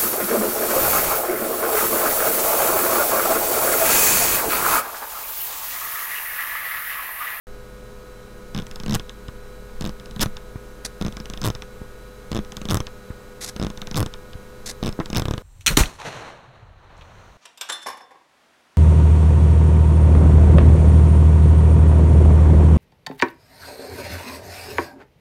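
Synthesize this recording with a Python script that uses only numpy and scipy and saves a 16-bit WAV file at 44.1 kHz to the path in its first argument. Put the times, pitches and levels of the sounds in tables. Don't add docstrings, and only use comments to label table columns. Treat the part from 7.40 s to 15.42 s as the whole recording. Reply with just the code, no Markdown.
import sys
import numpy as np
from scipy import signal
from scipy.fft import rfft, irfft
from scipy.io import wavfile
from scipy.ndimage import uniform_filter1d

SR = 44100
rng = np.random.default_rng(int(sys.argv[2]) if len(sys.argv) > 2 else 0)


def bounce(signal):
    frames = np.transpose(np.atleast_2d(signal))
    limited = np.clip(frames, -1, 1)
    pcm = np.round(limited * 32767).astype(np.int16)
    wavfile.write(sys.argv[1], SR, pcm)


N = 353726

# time_s, click_db (relative)
DETENTS = [(1.148, -20.5), (1.164, -24.5), (1.1773, -20.5), (1.188, -21), (1.2, -26.0), (1.2214, -30.5),
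           (1.268, -28.5), (1.313, -26), (1.359, -23), (1.4007, -23.5), (1.4355, -26.0), (1.4624, -22.5),
           (1.4815, -26.0), (1.496, -20.5), (1.5098, -19), (1.5237, -19), (1.533, -21.5), (1.5415, -15),
           (1.5475, -12), (1.5523, -12), (1.5587, -19.5), (1.597, -20), (1.695, -22), (1.8834, -28.5),
           (2.4102, -21), (2.4224, -23.5), (2.4427, -27), (2.4522, -20.5), (2.4622, -23), (2.4741, -27),
           (2.4936, -26.5), (2.5989, -31), (2.6588, -30.0), (2.711, -30.5), (2.7626, -26.5),
           (2.7952, -19.5), (2.8045, -18.5), (2.8095, -11), (2.814, -10.0), (2.8178, -9.5), (2.8219, -14),
           (2.8252, -14.0), (2.8273, -11), (2.8304, -8.5), (2.8342, -14.5), (2.8593, -21.5), (2.969, -23),
           (3.613, -21.5), (3.6237, -21.5), (3.6491, -24), (3.6647, -22.5), (3.6821, -27), (3.725, -29),
           (3.7691, -22.5), (3.8017, -25), (3.857, -24.5), (3.9001, -22.5), (3.9369, -22), (3.9751, -22.5),
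           (4.0163, -19), (4.0313, -24), (4.0402, -17.5), (4.0464, -19), (4.0513, -15.5), (4.0582, -16.5),
           (4.066, -16), (4.0756, -19), (4.0852, -21.5), (4.1023, -19), (4.151, -22), (4.222, -21.5),
           (4.917, -21), (4.9298, -23), (4.9484, -23.5), (4.9575, -23), (4.9663, -20.5), (4.975, -23),
           (4.9901, -25.5), (5.0488, -33.5), (5.1213, -24), (5.169, -19.0), (5.2163, -24.5),
           (5.2543, -22.5), (5.2878, -16.5), (5.298, -19), (5.305, -15), (5.3102, -12), (5.3161, -18.5),
           (5.323, -22), (5.3328, -23), (5.3448, -13), (5.3549, -21), (5.371, -15.5), (5.4039, -18),
           (5.469, -21), (6.1638, -23), (6.1981, -23.0), (6.2157, -26), (6.227, -20), (6.2362, -25),
           (6.248, -24), (6.2674, -22.5), (6.302, -26), (6.375, -25), (6.4179, -18.5), (6.472, -22.5),
           (6.5129, -20), (6.5445, -18.5), (6.558, -18), (6.565, -18), (6.571, -14), (6.5772, -15),
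           (6.5847, -20), (6.5948, -23), (6.6044, -16), (6.614, -28), (6.6287, -19.0), (6.662, -20.5),
           (6.739, -22), (6.933, -30.0), (7.4287, -20.5), (7.4367, -21), (7.448, -24.5), (7.461, -18.5),
           (7.469, -21.5), (7.4781, -20.5), (7.491, -22), (7.5266, -27.5), (7.601, -24), (7.6589, -22),
           (7.702, -23.0), (7.7305, -19), (7.7485, -16.5), (7.7578, -14), (7.7642, -13), (7.771, -10.5),
           (7.7819, -15.5), (7.7969, -15.0), (7.8208, -19.5), (7.8553, -19), (7.8836, -21.5),
           (7.9105, -20.5), (7.9377, -20.5), (7.9794, -22)]


def clicks(detents):
    # freq_hz, level_db, t60_s
    knob_modes = [(2970, -8.5, 0.0054), (3520, -6.5, 0.0012), (3670, 6, 0.0043), (4440, -1, 0.0028),
                  (5250, 0.5, 0.0056), (6050, -3, 0.0042), (7600, -7, 0.0025)]
    lead_s, tilt_per_octave, neutral_crack_db = .002, 0.34, -19.5
    out, t = np.zeros(N), np.arange(int(.02 * SR)) / SR
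    hit = int(lead_s * SR)
    plastic = signal.butter(2, [2200, 8000], "band", fs=SR, output="sos")
    treble = signal.butter(1, [4000, 15000], "band", fs=SR, output="sos")
    scrape_env = np.exp(-np.abs(t - lead_s) / np.where(t < lead_s, .0006, .0009))
    for time_s, click_db, crack_db, *_ in detents:
        blow = 0.33 * rng.standard_normal(len(t)) * scrape_env
        blow[hit] += 1
        modes = np.array(knob_modes)
        octaves = np.log2(modes[:, 0] / modes[0, 0])
        modes[:, 1] += tilt_per_octave * (crack_db - neutral_crack_db) * octaves
        knob = ring(modes, t, spread_db=1.5, detune=.012)
        body = signal.sosfilt(plastic, signal.fftconvolve(blow, knob)[:len(t)])
        landing = .15 * rng.standard_normal(len(t)) * np.exp(-np.abs(t - lead_s) / .0005)
        landing[hit] -= 1
        crack = signal.sosfilt(treble, signal.sosfilt(treble, landing))
        snap = body / np.linalg.norm(body) + amp(crack_db) * crack / np.linalg.norm(crack)
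        add(out, time_s - lead_s, amp(click_db + 11) * snap / np.linalg.norm(snap))
    return out


def twists():
    # start_s, brake_s, push_gain, brake_gain, rebound_gain, half_force_gap_s, crack_offset_db
    turns = [(1.14, 1.24, 0.064, .1, 0.24, 0.021, 3), (1.25, 1.537, 0.094, .17, 0.21, 0.026, 6),
             (2.4, 2.54, 0.077, .1, 0.11, .03, 9), (2.55, 2.807, 0.063, .15, 0.24, 0.031, 4),
             (3.6, 3.74, 0.13, .1, 0.25, 0.033, 7), (3.75, 4.038, 0.095, 0.2, 0.13, 0.03, 2.5),
             (4.9, 5.08, 0.14, .1, 0.15, 0.023, 4), (5.1, 5.302, 0.087, 0.22, 0.21, 0.035, 4.5),
             (6.15, 6.33, 0.14, .1, 0.15, 0.038, 3), (6.35, 6.557, 0.082, 0.2, .19, 0.032, 2.5),
             (7.42, 7.55, 0.13, .1, 0.21, 0.026, 8.5), (7.62, 7.761, 0.16, .24, 0.21, 0.029, 1.5)]
    turnover_s, hurried_gap_s = 0.019, 0.0056
    pushing_db, fade_db_per_octave, onset_detents = -19.5, 11, 1.37
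    time_s, click_db = np.transpose(DETENTS)
    turns = np.array(turns)
    turn_index = np.maximum(np.searchsorted(turns[:, 0], time_s) - 1, 0)
    _, brake_s, push_gain, brake_gain, rebound_gain, half_gap_s, offset_db = turns[turn_index].T
    before_s, after_s = np.diff(time_s, prepend=0), np.diff(time_s, append=N / SR)
    gap_s, braking = np.minimum(before_s, after_s), time_s > brake_s
    force = 1 / (1 + (gap_s / half_gap_s) ** 3.3)
    scatter = rng.standard_normal((len(time_s), 3)).T
    braked_count = np.maximum(np.arange(len(time_s)) + 1 - np.searchsorted(time_s, brake_s), 0)
    slow_octaves = np.log2(np.maximum(after_s / (0.47 * half_gap_s), 1))
    braking_db = -1 - fade_db_per_octave * slow_octaves - 30 * np.exp(-braked_count / onset_detents)
    crack_db = offset_db + np.where(braking, braking_db, pushing_db) + 2.5 * scatter[0]
    turnover_dip = 1 - 0.72 * np.exp(-np.abs(time_s - brake_s) / turnover_s)
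    jolt = np.where(braking, -brake_gain, push_gain) * turnover_dip * force * amp(2.0 * scatter[1])
    recovery = 1 / (1 + (hurried_gap_s / gap_s) ** 4)
    rebound = rebound_gain * force * recovery * amp(3.25 * scatter[2])
    return np.transpose([time_s, click_db, crack_db, jolt, rebound])


def jolts(detents):
    # freq_hz, weight, decay_s, swell_s
    bench_modes = [(118.3, -1.73, 0.0049, 0.0065), (207.7, 0.27, 0.018, 0.00062)]
    # freq_hz, level_db, t60_s
    board_modes = [(316, -9, 0.028), (454, -11.5, 0.02), (628, -8.5, 0.0098), (1058, -6.5, 0.0098)]
    lead_s, windup_s, kick_s, buzz_s = .015, .003, 0.0012, 0.004
    pushing, braking, buzz = np.zeros((3, N))
    t = np.arange(int(.06 * SR)) / SR - lead_s
    age_s = np.maximum(t, 0)
    windup = .45 * np.exp(-np.abs(t) / np.where(t < 0, windup_s, .0005))
    kick = age_s / kick_s * np.exp(1 - age_s / kick_s) - windup
    sway = sum(weight * np.sin(2 * np.pi * hz * age_s)
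               * (1 - np.exp(-age_s / swell_s)) * np.exp(-age_s / decay_s)
               for hz, weight, decay_s, swell_s in bench_modes)
    for time_s, click_db, _, jolt, rebound in detents:
        board = ring(board_modes, age_s, spread_db=2.0, detune=.04)
        add(pushing if jolt > 0 else braking, time_s - lead_s, jolt * (kick + board) + rebound * sway)
        burst = rng.standard_normal(len(t)) * age_s * np.exp(-age_s / buzz_s)
        add(buzz, time_s - lead_s, (amp(click_db) + 0.15 * rebound) * burst)
    sharp, padded = (signal.butter(2, hz, fs=SR, output="sos") for hz in (2200, 1000))
    wires = signal.butter(2, [700, 1700], "band", fs=SR, output="sos")
    knocks = signal.sosfilt(sharp, braking) + signal.sosfilt(padded, pushing)
    return knocks + amp(50.0) * signal.sosfilt(wires, buzz)


def touches():
    # time_s, peak_db, push_s, ring_hz, decay_s, rattle_db (re thump)
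    contacts = [(1.887, -20.5, 0.0033, 60.5, 0.0026, -14), (2.962, -29, 0.0028, 60., 0.0065, -12),
                (3.158, -18.5, 0.0012, 81, 0.0048, -19), (4.417, -20.5, 0.0014, 50.6, 0.0022, -22),
                (5.704, -18.5, 0.0023, 60.7, 0.0046, -17), (6.954, -22, 0.0029, 60., 0.005, -25),
                (7.591, -12, 0.00072, 247, 0.0026, -26), (7.601, -11, 0.00067, 150., 0.0035, -12),
                (7.604, -23, 0.0014, 322, 0.014, 3)]
    out, t = np.zeros(N), np.arange(int(.08 * SR)) / SR
    mid = signal.butter(3, [500, 1800], "band", fs=SR, output="sos")
    for time_s, peak_db, push_s, ring_hz, decay_s, rattle_db in contacts:
        wobble = np.cos(2 * np.pi * ring_hz * t) * np.exp(-t / decay_s)
        thump = -np.convolve(wobble, np.hanning(int(push_s * SR) + 3))
        rattle = signal.sosfilt(mid, rng.standard_normal(len(t)) * np.exp(-t / 0.011))
        add(out, time_s - push_s / 2, amp(peak_db) * thump / np.abs(thump).max())
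        add(out, time_s, amp(peak_db + rattle_db) * rattle / np.abs(rattle).max())
    return out


def rubs():
    # start_s, length_s, level_db
    slides = [(3.447, 0.016, -26.5), (6.007, 0.046, -32.5), (6.06, 0.038, -32), (7.257, 0.056, -33)]
    # freq_hz, density_db
    spectrum = [(500, -18), (1000, -22.5), (2000, -16.5), (3000, -25.5), (3700, -14.5), (6200, -14.5),
                (11600, -22.5), (15000, -41)]
    attack_s, release_s = 0.0029, 0.0023
    t = np.arange(N) / SR
    grains = rng.standard_normal(N) * amp(6.9 * np.minimum(rng.exponential(size=N), 4) + 4.0 * walk(250))
    envelope = sum(amp(level_db) * np.clip((t - start_s) / attack_s, 0, 1)
                   * np.exp(-np.maximum(t - start_s - length_s, 0) / release_s)
                   for start_s, length_s, level_db in slides)
    return level(coloured(grains, spectrum), 0) * envelope


def tremor():
    rest_db, twist_db, spread_s = -42, -32.5, 0.12
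    ticks = np.zeros(N)
    ticks[(np.transpose(DETENTS)[0] * SR).astype(int)] = 1
    activity = signal.fftconvolve(ticks, np.hanning(int(2 * spread_s * SR)), "same")
    envelope = amp(rest_db) + amp(twist_db) * np.tanh(activity / 6)
    rumble = coloured(rng.standard_normal(N), [(4, -28), (12, 20.5), (28, 1), (55, -2), (150, -47.0)])
    return level(rumble, 0) * envelope * amp(1.2 * walk(3.2))


def fan():
    # time_s, peak_db
    shaft_levels = [(0, -41), (1, -43.5), (2.3, -40), (3.4, -41), (3.7, -39.5), (8.1, -58)]
    # shaft_harmonic, level_db
    harmonics = [(5, -55), (9, -50), (11, -46.5), (13, -63), (22, -62), (28, -56), (32, -56), (36, -61.5),
                 (41, -65), (48, -66.5), (52, -69)]
    shaft_hz = 45.46
    phase = 2 * np.pi * np.cumsum(shaft_hz * (1 + 0.00114 * walk(2.8))) / SR
    shaft_db = np.interp(np.arange(N) / SR, *np.transpose(shaft_levels))
    out = amp(shaft_db) * np.sin(phase)
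    for k, level_db in harmonics:
        out += amp(level_db + 1 + 0.62 * walk(3.9)) * np.sin(k * phase + rng.uniform(0, 2 * np.pi))
    return out


def hum():
    # pitch_hz, level_db, wander_hz
    tones = [(119.6, -51.5, 2.07), (196.3, -53, 10.77), (3955, -64.5, 40.), (6420, -71, 170),
             (7750, -74, 100.)]
    out = np.zeros(N)
    for pitch_hz, level_db, wander_hz in tones:
        gain = amp(level_db + 1 + 2.0 * walk(7.9))
        out += gain * np.sin(2 * np.pi * np.cumsum(pitch_hz + wander_hz * walk(150)) / SR)
    return out


def hiss():
    # freq_hz, density_db
    spectrum = [(24, -35), (40, -0.5), (160, -9.5), (206, -8), (265, -11), (497, -7), (550, -11.5),
                (763, -17), (1260, -16), (1360, -22.5), (1470, -15.5), (1750, -23), (11600, -33.5),
                (15300, -34.5), (16500, -63)]
    return level(coloured(rng.standard_normal(N), spectrum), rms_db=-46) * amp(0.11 * walk(4.85))


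def room(airborne):
    t60_s, delay_s, wet_db = .12, .002, -13
    t = np.arange(int(.4 * SR)) / SR
    tail = coloured(rng.standard_normal(len(t)), [(1500, 18.8), (5000, 9.0), (12000, 15.3)])
    tail *= 1000. ** (-t / t60_s) * (t > delay_s)
    return amp(wet_db) * signal.fftconvolve(airborne, tail / np.linalg.norm(tail))[:N]


def ring(modes, t, spread_db, detune):
    hz, db, t60_s = np.transpose(modes)[:, :, None]
    scatter = rng.standard_normal((2, len(modes), 1))
    partials = np.sin(2 * np.pi * hz * (1 + detune * scatter[1]) * t)
    return np.sum(amp(db + spread_db * scatter[0]) * partials * 1000. ** (-t / t60_s), axis=0)


def coloured(x, points):
    hz, db = np.transpose(points)
    bins_hz = np.fft.rfftfreq(len(x), 1 / SR) + 1
    return irfft(rfft(x) * amp(np.interp(np.log(bins_hz), np.log(hz), db)), len(x))


def walk(rate_hz):
    hold = int(SR / rate_hz)
    steps = np.repeat(rng.standard_normal(N // hold + 1), hold)
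    return uniform_filter1d(uniform_filter1d(steps, hold), hold)[:N]


def amp(db):
    return 10 ** (np.asarray(db) / 20)


def level(x, rms_db):
    return x * amp(rms_db) / np.sqrt(np.mean(x ** 2))


def add(out, start_s, sound):
    i = int(round(start_s * SR))
    out[i:i + len(sound)] += sound[:N - i]


def scene():
    detents = twists()
    airborne = clicks(detents) + rubs()
    return (airborne + room(airborne) + jolts(detents) + touches() + fan() + hum() + hiss() + tremor())[None]


def record(dry):
    low_hz, top_hz, open_s = 8, 15900, .069
    heard = signal.sosfilt(signal.butter(1, low_hz, "high", fs=SR, output="sos"), dry)
    heard *= np.arange(N) > open_s * SR
    return signal.sosfilt(signal.ellip(10, .2, 75, top_hz, fs=SR, output="sos"), heard)


dry = scene()
out = record(dry)
bounce(out)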